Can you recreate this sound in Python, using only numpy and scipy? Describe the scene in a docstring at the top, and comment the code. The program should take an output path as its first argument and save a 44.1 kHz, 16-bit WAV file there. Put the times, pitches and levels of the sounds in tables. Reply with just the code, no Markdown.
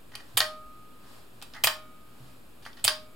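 """Hiss and low hum of a small quiet room, then fingers sliding on the selector dial of a sewing machine.
A hand turns the dial three steps, close to the microphone: soft scrapes and ticks as the linkage loads,
a bright rattle as the detent snaps over, then a knock as a part seats and leaves the metal frame ringing.
Gritty contacts drive decaying modes and a short ping; thuds and frame rings are plain sines.
Skin, air and room echoes are noise shaped by frequency."""
import sys
import numpy as np
from scipy import signal
from scipy.fft import rfft, irfft
from scipy.io import wavfile
from scipy.ndimage import uniform_filter1d

SR = 44100
rng = np.random.default_rng(int(sys.argv[2]) if len(sys.argv) > 2 else 0)


def unload_audio(sound):
    """Save the sound as a 16-bit wav file, at the path given as the first command line argument."""
    columns = np.transpose(np.atleast_2d(sound))
    # keep every value between -1 and 1, then stretch to whole-number steps
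    steps = np.round(np.clip(columns, -1, 1) * 32767)
    wavfile.write(sys.argv[1], SR, steps.astype(np.int16))


N = 138915  # samples, 3.15 s

# a part seats after each snap: start_s, mid_modes_db, then relative to it low_modes_db, treble_modes_db,
# top_modes_db; contact_ms (decay), ping_hz, ping_db (relative)
SEATINGS = [(0.4037, -23.5, -1.1, -7.5, -21, 9.1, 4450, 7.7), (1.6708, -20.5, -2, -21, -7, 6.1, 4260, 0.75),
            (2.8785, -21, -2.4, -4, -13, 7.6, 4740, 8.1)]
# left-right likeness of the noise in the room: frequency_hz, likeness (0 to 1)
LIKENESS = [(30, 0.81), (125, 0.56), (300, .45), (2000, 0.15), (4000, .3), (5800, .4), (7500, 0.99),
            (16000, 1)]


def undb(db):
    """Decibels to amplitude."""
    return 10 ** (np.asarray(db) / 20)


def curve(table, hz):
    """Read a table of (frequency, value) at any frequency, on a logarithmic axis."""
    table = np.array(table, float)
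    return np.interp(np.log(hz + 1), np.log(table[:, 0]), table[:, 1])


def stereo(gain, likeness, size=N):
    """Left and right noise with a gain and a likeness for each frequency."""
    hz = np.arange(size // 2 + 1) * SR / size
    alike = np.clip(curve(likeness, hz), 0, 1)
    spectra = rfft(rng.standard_normal((2, size))) * gain(hz)
    mid, side = spectra * np.sqrt([(1 + alike) / 2, (1 - alike) / 2])
    return irfft([mid + side, mid - side], size)


def level(x, db):
    """Scale to this RMS level over both channels."""
    return x * undb(db) / np.sqrt(np.mean(x ** 2))


def peak(x, db):
    """Scale each row so that its loudest two milliseconds have this level."""
    loudest = uniform_filter1d(x ** 2, SR // 500).max(-1, keepdims=True)
    return x * undb(db) / np.sqrt(loudest)


def add(out, s, x):
    """Mix x in at s seconds, cut off at the end."""
    i = int(s * SR)
    out[..., i:i + x.shape[-1]] += x[..., :out.shape[-1] - i]


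def decay(t, t60):
    """A fade by 60 dB in t60 seconds."""
    return 1000 ** (-t / t60)


def air():
    """Steady hiss and rumble, wavering low tones made of narrow noise, and a faint high whine."""
    # colour of the air: frequency_hz, density_db (relative)
    air_colour = [(18, -27.5), (30, -6), (59, -13.5), (141, -16.5), (227, -11.5), (540, -19.5), (632, -20),
                  (780, -22.5), (913, -24.5), (1250, -21.5), (2230, -32), (2410, -26.5), (5740, -35),
                  (12600, -35.5), (16000, -40)]
    # wavering low tones: centre_hz, width_hz, level_db
    hums = [(50.4, 8, -68.5), (118.6, 10, -66), (252, 10.3, -68)]
    air_db, whine_hz, whine_db = -55.5, 12505, -78
    # the deepest rumble rolls off below 60 Hz
    hiss = stereo(lambda hz: undb(curve(air_colour, hz)) * np.clip(hz / 60, 0, 1) ** 2, LIKENESS)
    out = level(hiss, air_db)
    for centre, width, db in hums:
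        out += level(stereo(lambda hz: np.exp(-((hz - centre) / width) ** 2), LIKENESS), db)
    whine = np.sqrt(2) * np.sin(2 * np.pi * whine_hz * np.arange(N) / SR)
    return out + undb(whine_db) * whine


def fingers():
    """Fingers slide on the knob: soft swells of skin noise."""
    # colour of skin on the knob: frequency_hz, density_db (relative)
    skin_colour = [(290, -42), (500, -5), (629, -9), (1240, -8), (1410, -15), (1650, -10), (2160, -17.5),
                   (4570, -14), (15500, -29.5)]
    # slides, of which one starts past the end and stays unheard: start_s, length_s, level_db (top of swell)
    slides = [(0.94, 0.39, -55), (2.026, 0.47, -60), (1.19, 0.66, -62), (5.2, 0.17, -52),
              (0.033, 0.57, -59.5)]
    skin = level(stereo(lambda hz: undb(curve(skin_colour, hz)) * (hz > 500), LIKENESS), 0)
    swells = np.zeros(N)
    for s, length_s, db in slides:
        add(swells, s, undb(db) * np.hanning(int(length_s * SR)))
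    return skin * swells


def blow(rise_ms, cycles, db, low_db, treble_db, top_db, contact_ms, ping_hz, ping_db):
    """A gritty contact rings each group of modes, adds broad noise and sets off one short ping."""
    # modes of casing and linkage, low to high, in four tables: frequency_hz, strength_db (relative), t60_s
    low_modes = [(722, -14, 0.09), (876, 3, 0.014), (1270, -11, 0.049), (1486, -24.5, 0.05),
                 (1747, -6, 0.028), (1870, 3.5, 0.026)]
    mid_modes = [(2470, -7, 0.074), (2597, 2, .035), (3135, -9.5, .025), (3221, 3.5, 0.029),
                 (3584, 5, .015), (3900, -9, .015), (4056, -5, .02), (4590, -3, .025), (4750, -3, 0.0048),
                 (5300, -16.5, 0.022)]
    treble_modes = [(7750, -4, .005), (8550, 0, .009), (9660, 0, .012), (10500, -5, .004)]
    top_modes = [(11600, -8, .004), (12670, 8, 0.011), (13400, 7, .007), (14800, -7, .005)]
    # broad noise against the ringing of the same blow: low_db, mid_db, treble_db, top_db
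    crack_levels = (-1, 2, 2, 5)
    # left-right difference: low_db (also the ping), mid_db, treble_db, top_db
    side_levels = (-13, -4, -9, -6)
    scatter_db, scatter_pitch = 2.5, .01  # spread of each mode from blow to blow
    ping_push = .12  # the push behind the ping lasts this share of the contact
    ping_to_room_db = -4.5  # the ping beams forward and reaches the walls less
    body_from_hz = 560

    t = np.arange(SR // 5) / SR
    roughness_db = 2.5 * np.repeat(rng.standard_normal(len(t) // 30), 30)
    grit = rng.standard_normal((2, len(t))) * undb(roughness_db)

    def push(length_ms):
        fade = np.exp(-t * 1000 / max(length_ms, .05))
        return grit * fade * np.minimum(t * 1000 / rise_ms, 1)

    def ears(x, side_db):
        return x[0] + undb(side_db) * x[1] * np.array([[1], [-1], [0]])  # left, right, room

    def strike(force, ring):
        return signal.fftconvolve(force, ring[None])[:, :len(t)]

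    def ringing(hz, t60):
        return np.sin(2 * np.pi * hz * t) * decay(t, t60)

    ping = strike(push(contact_ms * ping_push), ringing(ping_hz, cycles / ping_hz))
    out = ears(peak(ping, db + ping_db), side_levels[0]) * undb([[0], [0], [ping_to_room_db]])
    groups = (low_modes, mid_modes, treble_modes, top_modes)
    group_levels = (low_db, 0, treble_db, top_db)
    for modes, rel_db, side_db, crack_db in zip(groups, group_levels, side_levels, crack_levels):
        hz, mode_db, t60 = np.array(modes).T[:, :, None]
        chance = rng.standard_normal((2,) + hz.shape)
        strengths = undb(mode_db + scatter_db * chance[0])
        ring = (strengths * ringing(hz * (1 + scatter_pitch * chance[1]), t60)).sum(0)
        band = signal.butter(3, [hz.min() * 0.8, hz.max() * 1.1], "band", fs=SR, output="sos")
        crack = signal.sosfilt(band, push(contact_ms))
        part = peak(strike(push(contact_ms), ring), 0) + peak(crack, crack_db)
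        out = out + ears(peak(part, db + rel_db), side_db)
    return signal.sosfilt(signal.butter(4, body_from_hz, "high", fs=SR, output="sos"), out)


def dial():
    """Contacts in the dial: scrapes and ticks of the linkage, rattling snaps of the detent, seatings."""
    # soft scrapes, ticks of the loading linkage and rattles of the detent; columns as in SEATINGS
    scrapes = [(0.116, -55.5, 2, -15, -20, 11, 3000, -3), (.134, -53, 4.5, -15, -20, 34, 1790, -14),
               (0.2, -53.5, 4, -15, -16, 7.2, 1820, -2.5), (1.543, -46.5, 2, -11, -16, 12, 1690, -9),
               (1.58, -58, -5, -14, -20, 9, 1300, -8), (2.622, -56, -5, -5, -13, 30, 3100, -3),
               (2.768, -53, 1.5, -11, -18, 15, 4370, -4), (2.788, -53, -3, -10, -20, 30, 3250, -4)]
    ticks = [(0.1526, -37.5, -13, -4, -19, 4, 4320, 3.5), (1.416, -47, -11, -26, -22, 3.1, 3100, 1),
             (1.4232, -41.5, -7.5, 1, -5, 5.3, 3040, -6), (1.5365, -48, -5, -12, -15, 5.8, 4500, 4.5),
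             (1.5625, -52.5, 10.5, -13, -20, 12.8, 1570, -13), (2.6512, -49, 0, -5.5, -16, 18, 3200, 3.5),
             (2.6625, -47.5, 5.5, -9, -14, 11, 1730, 10), (2.7299, -51, -10, -10, -15, 3, 3900, -6)]
    snaps = [(0.3708, -26, -22, -10.5, 6.5, 1.9, 3720, 4.5),
             (0.3737, -22.5, -4.5, 5.5, 2.5, 6.1, 3110, 2.5), (0.3799, -29.5, -8.5, 7.5, 1.5, 7, 9400, -7),
             (1.6369, -18, -21, 0.5, 0.5, 3, 3850, -15), (1.6424, -22.5, -7, 6, 6, 6.5, 2536, 4.5),
             (1.648, -37.5, -8.5, 6.5, -16.5, 21, 2520, 10), (2.8411, -26, -34, -1, -1, 12, 8100, 7.5),
             (2.8459, -27, -19, 6.5, 2, 3.3, 8900, 10), (2.8492, -28, -9, 5, 2, 4.7, 9800, 3.5),
             (2.8697, -33, -9, -10, -3, 1.8, 4540, 5)]
    # a row each for snaps, seatings, ticks, scrapes: rise_ms, ping_cycles (to fade by 60 dB)
    contacts = [(2.2, 40), (.5, 26), (1.0, 20), (6, 12)]
    out = np.zeros((3, N))  # left, right, room
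    for events, contact in zip((snaps, SEATINGS, ticks, scrapes), contacts):
        for s, *how in events:
            add(out, s, blow(*contact, *how))
    return out


def thuds():
    """Low thuds, decaying sines: one near each snap and two between the turns."""
    # start_s, peak_db, pitch_hz, t60_s
    low_thuds = [(0.34, -41, 110, 0.31), (1.641, -36.5, 117, 0.1), (2.844, -38.5, 102, 0.16),
                 (0.65, -45, 52.5, 0.28), (2.2, -45, 130, 0.3)]
    out, t = np.zeros(N), np.arange(SR // 3) / SR
    for s, db, hz, t60 in low_thuds:
        rise = np.minimum(t * hz, 1)  # over one cycle
        add(out, s, undb(db) * np.sin(2 * np.pi * hz * t) * decay(t, t60) * rise)
    return out


def room(x):
    """Dense echoes: noise whose bands each die at their own rate."""
    # bands: centre_hz, t60_s, level_db
    bands = [(290, 0.14, -0.5), (1030, 0.29, -2), (3240, 0.28, -2), (7890, 0.22, -3.5), (14000, 0.22, -6.5)]
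    # left-right likeness of the echoes: frequency_hz, likeness (0 to 1)
    echo_likeness = [(300, .8), (1000, 0.31), (3000, 0.15), (8000, 0.7), (15000, 0.31)]
    delay_s = 0.0046  # silent until then, full after twice as long
    size = SR // 2
    t, tail = np.arange(size) / SR, 0
    centres = [row[0] for row in bands]
    for (_, t60, db), share in zip(bands, np.eye(len(bands))):
        crossfade = list(zip(centres, share))  # 1 at this centre, 0 at the others
        band = stereo(lambda hz: np.sqrt(curve(crossfade, hz)), echo_likeness, size=size)
        even_energy = np.sqrt(2 * np.log(1000) / t60 / SR)  # whatever the decay time
        tail = tail + band * decay(t, t60) * undb(db) * even_energy
    tail = tail * np.clip(t / delay_s - 1, 0, 1)
    return signal.fftconvolve(x[None], tail, axes=1)[:, :N]


def frame():
    """The metal frame rings: thin tones that swell after each seating and fade slowly."""
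    # pitch_hz, t60_s, rise_ms, first_seating_db, second_seating_db, third_seating_db
    rings = [(619, 0.48, 21, -29, -36, -33.5), (1243, 1.68, 15, -38, -46, -52),
             (1354, 1.4, 5, -54.5, -66, -68), (1414, 0.72, 15, -64, -48.5, -61),
             (2271, 1.9, 12.5, -67, -62, -64), (3760, .7, 8.9, -74.5, -55, -57),
             (1082, 0.26, 3.2, -37, -32, -34.5), (1555, .2, 4, -34, -36.5, -35.5),
             (1885, 0.12, 2.7, -26.5, -32, -39), (3160, 0.18, 3, -34, -33, -34),
             (4220, 0.067, 4, -32, -39, -48)]
    out, t = np.zeros(N), np.arange(2 * SR) / SR
    for hz, t60, rise_ms, *levels in rings:
        for (s, *_), db in zip(SEATINGS, levels):
            shape = (1 - np.exp(-t * 1000 / rise_ms)) * decay(t, t60)
            add(out, s, undb(db) * shape * np.sin(2 * np.pi * (hz * t + rng.random())))
    return out


def scene():
    """The dial close by, slightly stronger on the right, with its echoes, the fingers and the air."""
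    left_db = -1.3  # left against right
    left, right, send = dial() + thuds()
    near = (np.array([left, right]) + frame()) * undb([[left_db / 2], [-left_db / 2]])
    return near + room(send) + fingers() + air()


def record(dry):
    """The camera microphone has a dip, cuts the top and sits a little off centre (a constant offset)."""
    dip_hz, dip_width_hz, dip_share = 6000, 1300, .55
    top_hz, offset = 15800, -.0036
    around_dip = signal.lfilter(*signal.iirpeak(dip_hz, dip_hz / dip_width_hz, fs=SR), dry)
    dipped = dry - dip_share * around_dip
    return signal.sosfilt(signal.ellip(10, .2, 80, top_hz, fs=SR, output="sos"), dipped) + offset


dry = scene()
out = record(dry)
unload_audio(out)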